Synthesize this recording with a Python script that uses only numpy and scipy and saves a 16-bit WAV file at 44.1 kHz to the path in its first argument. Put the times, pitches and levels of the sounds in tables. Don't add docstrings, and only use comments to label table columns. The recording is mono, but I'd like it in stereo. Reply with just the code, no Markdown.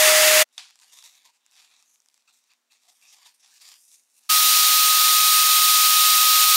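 import sys
import numpy as np
from scipy import signal
from scipy.fft import rfft, irfft, next_fast_len
from scipy.io import wavfile
from scipy.ndimage import uniform_filter1d, minimum_filter1d

SR = 44100
rng = np.random.default_rng(int(sys.argv[2]) if len(sys.argv) > 2 else 0)


def elevation(decibels):
    levels = np.asarray(decibels, float)
    return 10 ** (levels / 20)


def master_out(mix):
    frames = np.transpose(np.atleast_2d(mix))
    ceiling = np.clip(frames, -1, 1)
    pcm = np.round(ceiling * 32767).astype(np.int16)
    wavfile.write(sys.argv[1], SR, pcm)


N = 289296
TIME, SIZE = np.arange(N) / SR, next_fast_len(N, True)
BINS = np.maximum(np.fft.rfftfreq(SIZE, 1 / SR), 1)

# time in seconds, air rush in dB, shaft tone in dB.
SLOW_RUN = [
    (0, -14.5, -21),
    (.2, -14.5, -21.5),
    (.42, -13.5, -21),
]
FAST_RUN = [
    (4.31, -15, -23.5),
    (4.53, -14.5, -26.5),
    (4.88, -15.5, -23.5),
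    (6.52, -14.5, -22.5),
    (6.56, -13, -22),
]
# time in seconds, level in dB.
BLADE_TONE = [
    (4.3, -38),
    (4.7, -35),
    (4.85, -31),
    (5.7, -30),
    (6.1, -32),
    (6.25, -34),
    (6.45, -30),
]
# multiple of the shaft rate, level beside the shaft tone in dB.
OVERTONES = [(2, -20), (3, -20.5), (4, -26.5), (6, -20)]
# frequency in Hz, level in dB.
MOTOR_HUM = [(128, -85.5), (243, -84)]
# frequency in Hz, level in dB per Hz.
SLOW_AIR = [(60, -67), (133, -52), (340, -28), (600, -20), (800, -19), (1600, -14.5), (1950, -10),
            (2650, -13), (4200, -15.5), (8000, -16.5), (11500, -18.5), (16000, -23)]
FAST_AIR = [(30, -53.5), (100, -58), (193, -61.5), (715, -27), (1050, -23), (1300, -17.5), (1620, -17),
            (2520, -13), (3850, -6), (7940, -12.5), (8920, -11.5), (10300, -14), (13500, -10),
            (16000, -11.5)]
# frequency in Hz, width in Hz, boost in dB.
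SLOW_PIPES = [(1280, 170, 4.5), (1920, 280, 2.5), (2690, 190, 4), (3470, 79, 5.5), (4762, 310, 3.5),
              (6700, 770, 4), (9140, 140, 5), (11300, 200, 2), (11600, 430, -5), (12700, 900, 4.5),
              (13900, 600, -6), (14700, 300, 3.5)]
FAST_PIPES = [(750, 156, 3.3), (2550, 200, 4), (3985, 110, 1.5), (5580, 300, 2.3), (6780, 340, 2.6),
              (9170, 290, 4), (13400, 610, 1.4)]
# frequency in Hz, left minus right in dB.
SLOW_PAN = [(350, 0), (450, -1.6), (900, -1.2), (1300, -3), (3400, -2.3), (3900, -3.1), (8200, -3),
            (8900, 0), (10800, .5), (11700, 3.2), (14500, 3.2), (15500, 2.5)]
FAST_PAN = [(950, 0), (1100, -1.7), (1800, -1.9), (2300, -3), (3200, -4), (6300, -3.4), (8000, -2.4),
            (8750, -2.2), (8950, -4.4), (10500, -3), (13500, -1.9), (15500, -2.5)]
# frequency in Hz, level in dB per Hz.
FLOOR = [(18, -64.5), (30, -51.5), (189, -17.5), (239, -7), (364, -9), (1010, -4), (1670, -5.5), (5170, -8),
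         (5740, -5.5), (12000, -15.5), (16000, -17.5)]
# time in seconds, peak in dB, brightness in dB.
TICKS = [(0.6854, -34, -17), (0.7014, -34, -15), (0.7565, -32, -11), (0.7899, -36, -14), (0.8213, -38, -4),
         (0.9226, -37, -12), (1.0254, -27, -12), (1.1522, -33, -13), (1.2523, -39, -13), (1.463, -37, -9.5),
         (1.5123, -41, -9), (2.0021, -45, -5), (2.0595, -45, -5), (2.086, -41, -6), (2.1425, -42, -7),
         (2.1772, -41, -10), (2.276, -47, -16), (2.5045, -38, -17), (2.716, -44, -14), (2.9, -38, -14),
         (3.1855, -38, -14), (3.2603, -31, -15), (3.4299, -45, -17), (3.4603, -36, -16), (3.6289, -38, -15),
         (3.6894, -33, -6), (3.717, -26, -13), (3.7404, -32, -7), (3.9163, -38.5, -8), (4.2396, -49, -9)]
# time in seconds, peak in
# dB.
MORE_TICKS = [(0.4888, -51), (0.692, -36), (0.7074, -32), (0.799, -35), (0.8134, -38), (1.045, -35),
              (1.4324, -54), (1.646, -38), (1.825, -36), (1.9577, -44), (2.0196, -52), (2.0994, -47),
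              (2.113, -52), (2.2062, -52), (2.2226, -47), (2.3429, -51), (2.4401, -47), (2.5174, -46),
              (2.5349, -41), (2.722, -39), (3.0138, -42), (3.036, -41), (3.3965, -50)]
# frequency in Hz, width in Hz, level in dB.
BODY = [(760, 93, -5), (925, 150, -3), (1200, 260, -5), (1560, 400, -2.5)]
SKIN = [(2130, 1300, -6.5), (2750, 500, 1.5), (3236, 1300, -1.5), (3825, 690, 1.5), (4600, 330, -1.5)]
TIPS = [(4950, 180, -5), (5750, 680, 3), (6700, 600, 2), (7540, 680, 1.5)]
RUSTLE = [(8600, 490, 1.5), (9400, 800, -1.5), (10800, 1500, -3.5), (13000, 3000, -10)]
# start in seconds, length in seconds, first frequency in Hz, last frequency in Hz, level in dB.
SQUEAKS = [(.51, 0.11, 3590, 3600, -75), (0.801, 0.034, 1030, 1000, -69), (0.928, 0.1, 1060, 1100, -68),
           (0.918, 0.26, 3530, 3620, -58.5), (0.858, 0.14, 2960, 2720, -67), (1.031, .05, 980, 990, -61),
           (1.249, 0.069, 1000, 930, -60.5), (1.396, 0.3, 3700, 3400, -73), (1.5, 0.33, 2590, 2330, -70),
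           (1.85, 0.15, 6300, 6600, -67), (2.275, .03, 1300, 1280, -71), (2.318, 0.1, 5930, 5900, -87),
           (2.275, 0.031, 2550, 2550, -63), (2.49, 0.065, 2500, 2500, -69), (2.698, 0.062, 2550, 2580, -67),
           (2.842, 0.12, 710, 760, -73.5), (3.014, 0.12, 2560, 2550, -61), (3.11, 0.087, 943, 700, -73),
           (3.18, 0.1, 1000, 1250, -73), (3.255, .06, 970, 960, -62), (3.254, 0.018, 3630, 3700, -51),
           (3.51, 0.11, 1700, 1700, -69), (3.596, 0.24, 4780, 4800, -65)]
# start in seconds, hold in seconds, level in dB, brightness in dB.
RUBS = [(.53, 0.044, -72, 8), (.585, 0.017, -48.5, -7), (.82, .01, -60.5, -4), (.924, .075, -56.5, 3),
        (1.04, 0.022, -53.5, 3), (1.25, 0.02, -59.5, -1), (1.335, .025, -70, 0), (2.279, 0.015, -64.5, -2),
        (2.33, 0.047, -69, 5), (2.498, .025, -67, -7), (2.712, 0.03, -62.5, -1), (2.885, 0.017, -64, 3),
        (3.262, 0.013, -54, 0), (3.345, .01, -74, 10), (3.398, .01, -70, 5), (3.432, 0.062, -61.5, -1),
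        (3.615, 0.13, -54.5, 1)]
DRAGS = [(.62, 0.018, -61, -4), (.85, 0.039, -61.5, 1), (1.1, 0.066, -60.5, 0.5), (1.2, .04, -71, -2),
         (1.56, 0.091, -60.5, -1), (1.75, 0.047, -63.5, -2), (1.87, 0.096, -74.5, 6.5), (2.0, 0.15, -83, 6),
         (2.85, .02, -66.5, 1.5), (3.04, .04, -63.5, 0.5), (2.97, .03, -78, 10), (3.125, .015, -61.5, 5),
         (2.44, .05, -75, 2), (2.17, .03, -75, 0.5), (3.18, 0.077, -59.5, -2.5), (3.55, .015, -60, 2),
         (3.8, .07, -74.5, 15.5), (3.93, 0.012, -65, 10.5), (4.15, 0.035, -75, 12.5),
         (4.25, .04, -64.5, 2.5)]
# level beside the skin in dB, share of the brightness as a ratio.
SHARES = [(-10, -.6), (-0.5, 0), (-1, .8), (-6, 1.3)]
# frequency in Hz, level in dB.
SNAP = [(1100, -18), (3600, 0), (5200, -9), (6300, -8), (9200, -11)]
# frequency in Hz, level in dB per Hz.
SNAP_ROOM = [(180, -78), (300, -48), (762, -17), (1390, -5), (1510, -11), (2360, 0.5), (4830, 2),
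             (9550, -10), (16000, -39)]

SLOW_SHAFT_HZ, FAST_SHAFT_HZ, BLADES = 620.0, 1253.7, 7
STOP_S, START_S, FADE_S = .433, 4.2905, .011
FLOOR_DB, HUM_HZ, HUM_DB = -76.5, 239.9, -97
MORE_TICKS_BRIGHT_DB = -11
RUB_RISE_DB_PER_S, RUB_FALL_DB_PER_S = 1800, 330
DRAG_RISE_DB_PER_S, DRAG_FALL_DB_PER_S = 150, 130
SNAP_S, SNAP_LENGTH_S, SNAP_DB = .5797, .004, -24
SNAP_ROOM_DB, ROOM_T60_S = -42, 0.43
PEAK_LIMIT, CUTOFF_HZ, CUT_WIDTH_HZ = .74, 15750, 120


def rms_one(x):
    return x / np.sqrt(np.mean(x ** 2) + 1e-20)


def in_time(rows):
    s, *columns = np.transpose(rows)
    return [np.interp(TIME, s, c) for c in columns]


def shape(points):
    hz, value = np.transpose(points)
    return np.interp(np.log(BINS), np.log(hz), value)


def drift(rate):
    steps = rng.standard_normal(int(N / SR * 200) + 2)
    return rms_one(np.interp(TIME * np.clip(rate, .1, 199), np.arange(len(steps)), steps))


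def filtered(x, response):
    return irfft(rfft(x, SIZE) * response, SIZE)[..., :N]


def coloured(response):
    return rms_one(filtered(rng.standard_normal(N), response))


def panned(x, pan, unlike_db):
    half = elevation(shape(pan) / 2)
    unlike = elevation(unlike_db) * np.roll(x, N // 50)
    return filtered(x, np.array([half, 1 / half])) + unlike * [[1], [-1]]


def reflections(t60, wet_db):
    echoes = rng.standard_normal(N) * elevation(-60 * TIME / t60) * (TIME > .006)
    return 1 + elevation(wet_db) * rfft(echoes / np.sqrt(np.sum(echoes ** 2)), SIZE)


def air_rush(spectrum, pipes, flutter_db, t60):
    level_db = shape(spectrum)
    for hz, width, boost_db in pipes:
        level_db = level_db + boost_db / (1 + (2 * (BINS - hz) / width) ** 2)
    rush = coloured(elevation(level_db) * reflections(t60, wet_db=-13))
    return rush * elevation(flutter_db * drift(25))


def whine(shaft_hz, tone_db, blade_db):
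    turns = 2 * np.pi * np.cumsum(shaft_hz + .3 * drift(20)) / SR
    shaft = np.sin(turns) + sum(elevation(db) * np.sin(k * turns) for k, db in OVERTONES)
    blades = elevation(blade_db + 1.6 * drift(30)) * np.sin(BLADES * turns)
    return np.sqrt(2) * (elevation(tone_db + 0.12 * drift(6.2)) * shaft + blades)


def slow_pump():
    air_db, tone_db = in_time(SLOW_RUN)
    pump = elevation(air_db) * air_rush(SLOW_AIR, SLOW_PIPES, flutter_db=0.6, t60=.25)
    pump += whine(SLOW_SHAFT_HZ, tone_db, blade_db=-49)
    fade = np.clip((STOP_S - TIME) / FADE_S, 0, 1)
    remnant = elevation(-23) * np.clip((STOP_S + FADE_S - TIME) / FADE_S, 0, 1)
    return panned(pump, SLOW_PAN, unlike_db=-26.5) * np.maximum(fade, remnant)


def room_floor():
    hum = np.sqrt(2) * elevation(HUM_DB) * np.sin(2 * np.pi * HUM_HZ * TIME)
    return elevation(FLOOR_DB) * coloured(elevation(shape(FLOOR))) + hum


def resonate(x, modes):
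    out = np.zeros(N)
    for k, (hz, width, level_db) in enumerate(modes):
        r = np.exp(-np.pi * width / SR)
        b = (1 - r * r) / 2 * np.array([1, 0, -1])
        a = [1, -2 * r * np.cos(2 * np.pi * hz / SR), r * r]
        out += (-1) ** k * elevation(level_db) * signal.lfilter(b, a, x + 1e-18)
    return out


def ticks(length_s):
    slips = TICKS + [(s, db, MORE_TICKS_BRIGHT_DB) for s, db in MORE_TICKS]
    s, peak_db, bright_db = np.transpose(slips)
    burst = rng.standard_normal((len(s), 200)) * np.exp(-np.arange(200) / SR / length_s)
    burst /= np.sqrt(np.sum(burst ** 2, axis=1, keepdims=True))
    low, high = np.zeros(N), np.zeros(N)
    for at, db, bright, b in zip((s * SR).astype(int), peak_db, bright_db, burst):
        low[at:at + 200] = elevation(db) * b
        high[at:at + 200] = elevation(db + bright) * b
    bright = elevation(20) * (resonate(high, TIPS) + elevation(-5) * resonate(high, RUSTLE))
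    return elevation(12) * resonate(low, SKIN) + elevation(9.5) * resonate(low, BODY) + bright


def friction(slips_per_s, smooth):
    sizes = elevation(2.8 * np.minimum(rng.exponential(1, N), 4)) * rng.choice([-1, 1], N)
    slips = sizes * (rng.random(N) < slips_per_s * elevation(5.0 * drift(90)) / SR)
    return rms_one(rms_one(slips) + smooth * rng.standard_normal(N))


def squeaks(source, breadth):
    out = np.zeros(N)
    for s, length, first_hz, last_hz, db in SQUEAKS:
        at, size = int(s * SR), int(length * SR)
        turn = np.exp(2j * np.pi * np.cumsum(np.linspace(first_hz, last_hz, size)) / SR)
        r = np.exp(-np.pi * breadth * first_hz / SR)
        centred = signal.lfilter([1], [1, -2 * r, r * r], source[at:at + size] / turn)
        band = np.real(centred * turn)
        swell = np.sin(np.pi * np.sqrt(np.arange(size) / size))
        out[at:at + size] += elevation(db) * swell * rms_one(band)
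    return out


def strokes(rows, rise, fall, offset_db, share):
    s, hold, db, bright = np.transpose(rows)[..., None]
    t = TIME[::44]
    level_db = db + offset_db + share * bright
    level_db = level_db - rise * np.maximum(s - t, 0) - fall * np.maximum(t - s - hold, 0)
    return np.interp(TIME, t, np.sum(elevation(2 * level_db), axis=0))


def rubbing(source, patchy_db):
    out = np.zeros(N)
    for (offset_db, share), modes in zip(SHARES, (BODY, SKIN, TIPS, RUSTLE)):
        power = strokes(RUBS, RUB_RISE_DB_PER_S, RUB_FALL_DB_PER_S, offset_db, share)
        power = power + strokes(DRAGS, DRAG_RISE_DB_PER_S, DRAG_FALL_DB_PER_S, offset_db, share)
        group = np.zeros(N)
        for k, mode in enumerate(modes):
            group += (-1) ** k * elevation(patchy_db * drift(9)) * resonate(source, [mode])
        out += np.sqrt(power) * elevation(1.0 * drift(35)) * rms_one(group)
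    return out


def snap():
    since = TIME - SNAP_S
    ring = sum(elevation(db) * np.sin(2 * np.pi * hz * since) for hz, db in SNAP)
    ring = ring * (since > 0) * np.clip((SNAP_LENGTH_S - since) / .001, 0, 1)
    ring = ring * np.exp(-np.abs(since) / 0.003)
    tail = coloured(elevation(shape(SNAP_ROOM)))
    tail = tail * (since > 0) * elevation(SNAP_ROOM_DB - 60 * np.abs(since) / ROOM_T60_S)
    thin = signal.butter(4, 750, "high", fs=SR, output="sos")
    return signal.sosfilt(thin, elevation(SNAP_DB) * ring + tail)


def fast_pump():
    air_db, tone_db = in_time(FAST_RUN)
    blade_db, = in_time(BLADE_TONE)
    pump = elevation(air_db) * air_rush(FAST_AIR, FAST_PIPES, flutter_db=0.0, t60=.14)
    pump += whine(FAST_SHAFT_HZ, tone_db, blade_db)
    for hz, db in MOTOR_HUM:
        pump += np.sqrt(2) * elevation(db + 2.1 * drift(8)) * np.sin(2 * np.pi * hz * TIME)
    return panned(pump, FAST_PAN, unlike_db=-51) * np.clip((TIME - START_S) / FADE_S, 0, 1)


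def scene():
    after_stop = np.clip((TIME - STOP_S) / FADE_S, 0, 1)
    before_start = np.clip((START_S + FADE_S - TIME) / FADE_S, 0, 1)
    grip = friction(slips_per_s=870, smooth=0.96)
    hands = rubbing(grip, patchy_db=1.2) * after_stop * before_start
    hands += squeaks(grip, breadth=0.17) + ticks(length_s=0.00042) + snap()
    centre = [(300, 0), (800, -.8), (2400, -.5), (5000, -.2)]   # (Hz, left minus right dB)
    return slow_pump() + fast_pump() + panned(hands + room_floor(), centre, unlike_db=-31.0)


def band_limit(x):
    return signal.sosfilt(signal.butter(12, 16890, fs=SR, output="sos"), x)


def record(dry):
    needed = np.minimum(1, PEAK_LIMIT / (np.max(np.abs(dry), axis=0) + 1e-9))
    held = minimum_filter1d(needed, size=441)
    gain = uniform_filter1d(uniform_filter1d(held, size=220), size=220)
    edge = np.clip((CUTOFF_HZ - BINS) / CUT_WIDTH_HZ + .5, 0, 1)
    mix = filtered(dry * gain, np.sin(np.pi / 2 * edge) ** 2)
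    return band_limit(mix)


dry = scene()
out = record(dry)
master_out(out)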